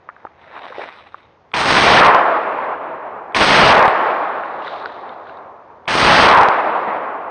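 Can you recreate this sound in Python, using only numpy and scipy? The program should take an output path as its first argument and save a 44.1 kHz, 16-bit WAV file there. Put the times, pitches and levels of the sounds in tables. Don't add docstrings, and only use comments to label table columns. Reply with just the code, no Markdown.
import sys
import numpy as np
from scipy import signal
from scipy.fft import rfft, irfft, next_fast_len
from scipy.io import wavfile

SR = 44100
rng = np.random.default_rng(int(sys.argv[2]) if len(sys.argv) > 2 else 0)


def dump_mix(stems):
    frames = np.atleast_2d(stems).T
    limited = np.clip(frames, -1, 1)
    pcm = np.round(limited * 32767).astype(np.int16)
    wavfile.write(sys.argv[1], SR, pcm)


def undo_db(level):
    steps = np.asarray(level, float) / 20
    return 10 ** steps


N = 322341
PADDED = next_fast_len(N)
HZ = np.maximum(np.fft.rfftfreq(PADDED, 1 / SR), 1)
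FULL = .96

# start in seconds, muzzle ring in dB, near echo in dB, its fading in dB per second,
# far echo in dB.
SHOTS = [
    (1.5393, -8, 12.5, 46, -7),
    (3.3469, -6.5, 7.5, 41.5, -9.5),
    (5.8783, -11, 9.5, 44, -8),
]
# frequency in Hz, gain in dB.
OUTPUT_TONE = [(15, -13), (60, -5), (200, 1.05), (1500, 1), (3000, -2), (5000, -6.5), (6400, -14.5),
               (7000, -21), (7150, -43), (7550, -39.5), (7700, -21), (8700, -13), (8800, -13)]


def rms_one(x):
    return x / np.sqrt(np.mean(x ** 2) + 1e-20)


def at_hz(points, hz):
    table_hz, table_db = np.array(points).T
    return np.interp(np.log(hz), np.log(table_hz), table_db)


def drift(rate):
    pole = np.exp(-80 * np.pi * rate / SR)
    white = rng.standard_normal(N // 40 + 2002)
    slow = signal.lfilter([1], [1, -2 * pole, pole * pole], white)[2000:]
    return np.interp(np.arange(N) / 40, np.arange(len(slow)), rms_one(slow))


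def coloured(white, spectrum):
    gain = undo_db(at_hz(spectrum, HZ) - at_hz(OUTPUT_TONE, np.minimum(HZ, 6500)))
    return rms_one(irfft(rfft(white, PADDED) * gain, PADDED)[:N])


def slices(noise, gain_db):
    spectrum = rfft(noise, PADDED)
    place = 3 * np.clip(np.log2(HZ / 60), 0, 7)
    total = 0
    for k in range(22):
        band = irfft(spectrum * np.clip(1 - abs(place - k), 0, 1), PADDED)[:N]
        total = total + band * undo_db(gain_db(60 * 2 ** (k / 3)))
    return total


def strokes(rows):
    t, power = np.arange(0, N + 50, 50) / SR, 1e-10
    for s, db, rise, fall in rows:
        spans_away = np.where(t < s, (s - t) / rise, (t - s) / fall)
        power = power + undo_db(2 * db - 40 * spans_away)
    return np.interp(np.arange(N) / SR, t, 10 * np.log10(power))


def add_ring(out, s, db, hz, t60, rise_cycles=.5):
    t = np.arange(round(.08 * SR)) / SR
    part = out[round(s * SR):][:len(t)]
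    rise = 1 - np.exp(-(hz * t / rise_cycles) ** 2)
    decay = undo_db(db - 60 * t / max(t60, .001))
    part += (rise * decay * np.sin(2 * np.pi * hz * t))[:len(part)]


def quiet_air():
    # frequency in Hz, density in dB per Hz.
    air_tone = [(18, -45.5), (30, -24), (87, -2.5), (131, -7.5), (271, -8), (467, -4.5), (988, -5.5),
                (1520, -14.5), (6800, -40.5), (8840, -67.5), (15000, -120)]
    return undo_db(-52.5) * coloured(rng.standard_normal(N), air_tone)


def knocks_and_ticks():
    # start in seconds, peak in dB, pitch in Hz, decay t60 in seconds.
    knocks = [(0.074, -31, 649, 0.02), (0.089, -12.5, 1200, 0.018), (0.098, -26, 1410, 0.03),
              (0.164, -27, 1220, 0.021), (0.243, -32, 765, 0.027), (0.251, -9.5, 890, 0.016),
              (0.268, -23, 1260, 0.023), (0.722, -18, 1066, 0.036), (0.782, -11, 557, 0.022),
              (0.793, -15.5, 630, 0.036), (0.815, -15, 1030, 0.009), (0.844, -35, 624, 0.018),
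              (0.875, -28, 1610, 0.026), (1.018, -47, 624, 0.02), (1.144, -12, 1140, 0.012),
              (1.476, -37, 720, 0.014), (4.737, -11.5, 827, 0.02), (4.671, -19.5, 1670, 0.036),
              (7.246, -21, 900, 0.023)]
    # start in seconds, peak in dB, pitch in Hz, decay t60 in seconds, duller ring in relative dB.
    tick_rows = [(4.4356, -32.5, 2740, 0.034, 19), (4.621, -30, 2820, 0.03, -5),
                 (4.679, -25, 3530, 0.025, 8), (4.7351, -32, 2930, 0.025, -8),
                 (4.8582, -20.5, 4080, 0.015, 9), (4.9394, -59, 2940, 0.025, 1),
                 (5.0922, -29.5, 3640, 0.025, -12), (5.135, -41, 2630, 0.011, -7),
                 (5.269, -42, 3360, 0.032, 16), (5.295, -39.5, 2790, 0.024, 14),
                 (5.3714, -40, 3800, 0.028, -7), (5.3896, -56, 2680, 0.025, 3),
                 (7.2465, -50, 2700, 0.025, 24)]
    # start in seconds, level in dB, pitch in Hz, decay t60 in seconds.
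    thumps = [
        (0.25, -25, 383, 0.016),
        (0.704, -26.5, 506, 0.066),
        (0.784, -38, 470, 0.043),
        (4.856, -25, 463, 0.06),
        (6.877, -25, 206, 0.071),
        (6.959, -24, 307, 0.09),
    ]
    out = np.zeros(N)
    soft = 0.84
    detune = rng.uniform(0.847, 1.11, (len(knocks), 2))
    for (s, db, hz, t60), (low, high) in zip(knocks, detune):
        add_ring(out, s, db - 3.5, hz, t60, soft)
        add_ring(out, s, db - 13, 0.81 * low * hz, 0.91 * t60, soft)
        add_ring(out, s, db - 4.5, 1.3 * high * hz, .5 * t60, soft)
        add_ring(out, s, db - 7.5, 1.166 * low * hz, 0.67 * t60, soft)
        add_ring(out, s + 0.00198, db - 10.5, 0.83 * high * hz, t60, soft)
    ratios = rng.uniform(.85, 1.15, (len(tick_rows), 4))
    for (s, db, hz, t60, dull_db), spread in zip(tick_rows, ratios):
        add_ring(out, s, db - 1.5, hz, 0.88 * t60, 1.5)
        add_ring(out, s, db + dull_db, 1450, .018)
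        for ratio in spread:
            add_ring(out, s, db - 8, ratio * hz, .01, 1.5)
    for s, db, hz, t60 in thumps:
        add_ring(out, s, db + 1, hz, t60)
    return out


def grains(per_s, clump_db):
    sizes = undo_db(2.2 * np.minimum(rng.exponential(1, N), 5)) * rng.standard_normal(N)
    chance = per_s * undo_db(clump_db * drift(20)) / SR
    return sizes * (rng.random(N) < chance)


def jacket():
    # peak in seconds, level in dB, rise in seconds, fall in seconds, brightness in dB.
    jacket_strokes = [
        (.2, -50, .5, 0.59, -22.5),
        (.43, -48.5, 0.14, 0.32, -15.5),
        (.57, -34, 0.14, 0.12, -21),
        (.66, -33.5, .15, 0.18, -15.5),
        (.83, -30, 0.16, 0.14, -15.5),
        (.93, -52, .1, 0.3, -2.5),
        (1.07, -44, 0.22, 0.059, -13),
        (1.2, -53, 0.25, 0.18, -12.5),
    ]
    # frequency in Hz, density in dB per Hz.
    cloth_tone = [(80, -44.5), (150, -25), (250, -10.5), (450, -7), (600, -4), (1070, -5), (2000, -5.5),
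                  (3300, -14.5), (3770, -11), (4400, -24.5), (5700, -32), (6600, -48), (8800, -42)]
    low_db = strokes([row[:4] for row in jacket_strokes])
    high_db = strokes([(s, db + bright_db, rise, fall) for s, db, rise, fall, bright_db in jacket_strokes])
    hollow_hz = 900 * 2 ** (0.31 * drift(6.7))

    def gain_db(hz):
        bright = np.clip(np.log2(hz / 1500), 0, 1)
        peak_db = 8 * np.exp(-(np.log2(hz / hollow_hz) / .35) ** 2)
        return low_db + bright * (high_db + 12.5 - low_db) + peak_db + 1.8 * drift(15)

    return slices(coloured(grains(per_s=4500., clump_db=2.5), cloth_tone), gain_db)


def gun():
    # start in seconds, level in dB, pitch in Hz, decay t60 in seconds.
    hammer = [
        (1.517, -24, 2230, 0.0051),
        (3.323, -28.5, 2230, 0.0089),
        (5.856, -28.5, 2210, 0.006),
    ]
    out = np.zeros(N)
    for s, db, hz, t60 in hammer:
        add_ring(out, s, db - 4, hz, t60)
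        add_ring(out, s, db - 10, 3400, .01)
        add_ring(out, s, db - 8, 1300, .015)
    for s, ring_db, *_ in SHOTS:
        add_ring(out, s - .0045, -23, 1050, .04)
        add_ring(out, s - .004, -33, 350, .02)
        add_ring(out, s - .0035, -42, 3300, .01)
        add_ring(out, s - .003, -30, 1700, .03)
        add_ring(out, s - .0002, ring_db, 2350, .04)
        add_ring(out, s, ring_db - 4, 3300, .03)
        add_ring(out, s, ring_db - 3, 850, .03)
    return out


def roll():
    # peak in seconds, level in dB, rise and fall in seconds.
    ridges = [
        (2.07, -9.5, 0.23, 0.34),
        (3.8, -17.5, 0.22, .3),
        (4.58, -34, 0.38, 0.11),
        (4.84, -30.5, .5, .05),
        (6.42, -17, 0.31, 0.074),
        (6.63, -22.5, 0.13, .3),
        (6.97, -20.5, 0.21, 0.067),
        (7.27, -31.5, 0.36, .3),
    ]
    t, power = np.arange(N) / SR, 1e-18
    hold_s = .05
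    for s, _, near_db, near_db_per_s, far_db in SHOTS:
        age = np.maximum(t - s, 0)
        fading_s = np.hypot(age, hold_s) - hold_s
        bush_db = 6 * np.exp(-age / .07)
        near = near_db - near_db_per_s * fading_s + bush_db
        far = far_db - 13.5 * age
        power = power + (age > .002) * (undo_db(2 * near) + undo_db(2 * far))
    return np.sqrt(power + (t > SHOTS[0][0]) * undo_db(2 * strokes(ridges)))


def add_trunk_returns(out):
    # time in seconds, crackle in dB.
    returns = [(2.082, -9), (2.148, -15.5), (3.793, -17), (3.827, -16), (3.8553, -24), (3.8802, -8.5),
               (6.338, -4), (6.3483, -21), (6.3737, -19.5), (6.3784, -11), (6.3857, -13.5), (6.4114, -18),
               (6.417, -20.5), (6.4333, -15), (6.4863, -14.5)]
    t = np.arange(N) / SR
    for k, (s, db) in enumerate(returns):
        near = slice(round(s * SR) - 150, round(s * SR) + 200)
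        since = t[near] - s - .0004
        shape = np.exp(-(since / .0008) ** 4)
        height = (-1) ** k * FULL * (1.01 + min(undo_db(db) ** 2, .1))
        wavefront = height * np.cos(2 * np.pi * 900 * since)
        out[near] += shape * (wavefront - out[near])


def echo():
    # frequency in Hz, density in dB per Hz.
    echo_tone = [(35, -69.5), (60, -46), (182, -22.5), (265, -16), (461, -7), (551, -5.5), (658, -1.5),
                 (712, -2), (1080, -1), (2430, -20), (3760, -35.5), (5400, -50), (6800, -65), (8840, -93),
                 (15000, -120)]
    # frequency in Hz, extra gain in dB per unit of path.
    air_loss = [(100, 10), (800, 1), (1500, -7), (2500, -13.5), (4000, -25.5), (5500, -38.5), (7000, -48)]
    dense_until_s = [
        2.072,
        3.785,
        6.33,
    ]
    t = np.arange(N) / SR
    age, late = np.zeros(N), np.zeros(N, bool)
    for (s, *_), dense in zip(SHOTS, dense_until_s):
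        age = np.where(t >= s, t - s, age)
        late = np.where(t >= s, t > dense, late)
    path = np.maximum(age, .3) ** .5 - .84
    together = drift(7.6)
    near_db = 5 * np.exp(-age / .09)
    gaps_db = 5 * np.exp(-age / .25) * drift(25)

    def gain_db(hz):
        bright = np.clip(np.log2(hz / 800), -1, 1.3)
        return at_hz(air_loss, hz) * path + near_db * bright + gaps_db + 1.1 * together + .9 * drift(9)

    out = roll() * slices(coloured(rng.standard_normal(N), echo_tone), gain_db)
    limited = out / (1 + (out / (.95 * FULL)) ** 8) ** (1 / 8)
    out = np.where(late, limited, out)
    add_trunk_returns(out)
    return out


def sleeve():
    # peak in seconds, level in dB, rise in seconds, fall in seconds.
    sleeve_strokes = [
        (2.35, -57.5, .2, .6),
        (4.1, -51.5, .3, .4),
        (4.5, -56.5, .5, .4),
        (4.66, -44, 0.098, 0.51),
        (4.78, -59, .15, .15),
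        (5.02, -68, 0.48, 0.18),
        (5.3, -59, .15, 0.17),
        (6.81, -53, .35, 0.15),
        (6.98, -63, 0.18, 0.2),
        (7.28, -78, .4, .4),
    ]
    # frequency in Hz, density in dB per Hz.
    sleeve_tone = [(150, -31.5), (500, -12), (1500, -1), (3000, -2.5), (3800, 2.5), (4400, -7), (6000, -25),
                   (8800, -36.5)]
    level_db = strokes(sleeve_strokes) + 6.5
    return undo_db(level_db) * coloured(grains(per_s=6000., clump_db=2.0), sleeve_tone)


def scene():
    cloth = jacket() + sleeve()
    return (quiet_air() + knocks_and_ticks() + cloth + gun() + echo())[None]


def overload(x):
    limit, plateau = 1.05, .135
    held = np.clip(x, -limit, limit)
    return held - (limit - plateau) * np.sign(held) * (abs(held) > FULL)


def smear_top(spectrum):
    grid_hz = np.arange(0, SR / 2, 45)
    delay_s = .024 * np.interp(HZ, grid_hz, rng.uniform(-.25, 1.4, len(grid_hz)))
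    top = HZ > 7350
    late = np.exp(-2j * np.pi * np.cumsum(delay_s * top) * SR / PADDED)
    sharp = 0.84
    return spectrum * np.where(top, sharp + np.sqrt(1 - sharp ** 2) * late, 1)


def copy_top(spectrum):
    # frequency in Hz, level in dB relative to the band copied.
    copy_tone = [(8830, -35), (12700, -23.5), (12800, -17), (15000, -13.5)]
    edge = np.clip((8830 - HZ) / 60 + .5, 0, 1)
    shift = round(3900 * PADDED / SR)
    spectrum = spectrum * edge
    band = spectrum * np.roll(1 - edge, -shift)
    for _ in range(2):
        band = np.roll(band, shift) * undo_db(at_hz(copy_tone, HZ)) * (HZ < 15100)
        spectrum += band
    return spectrum


def roll_off(x):
    return signal.sosfilt(signal.butter(12, 15700, fs=SR, output="sos"), x)


def record(dry):
    spectrum = rfft(overload(dry[0]), PADDED)
    spectrum = spectrum * undo_db(np.minimum(at_hz(OUTPUT_TONE, HZ), 0))
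    spectrum = copy_top(smear_top(spectrum))
    return roll_off(irfft(spectrum, PADDED)[None, :N])


dry = scene()
out = record(dry)
dump_mix(out)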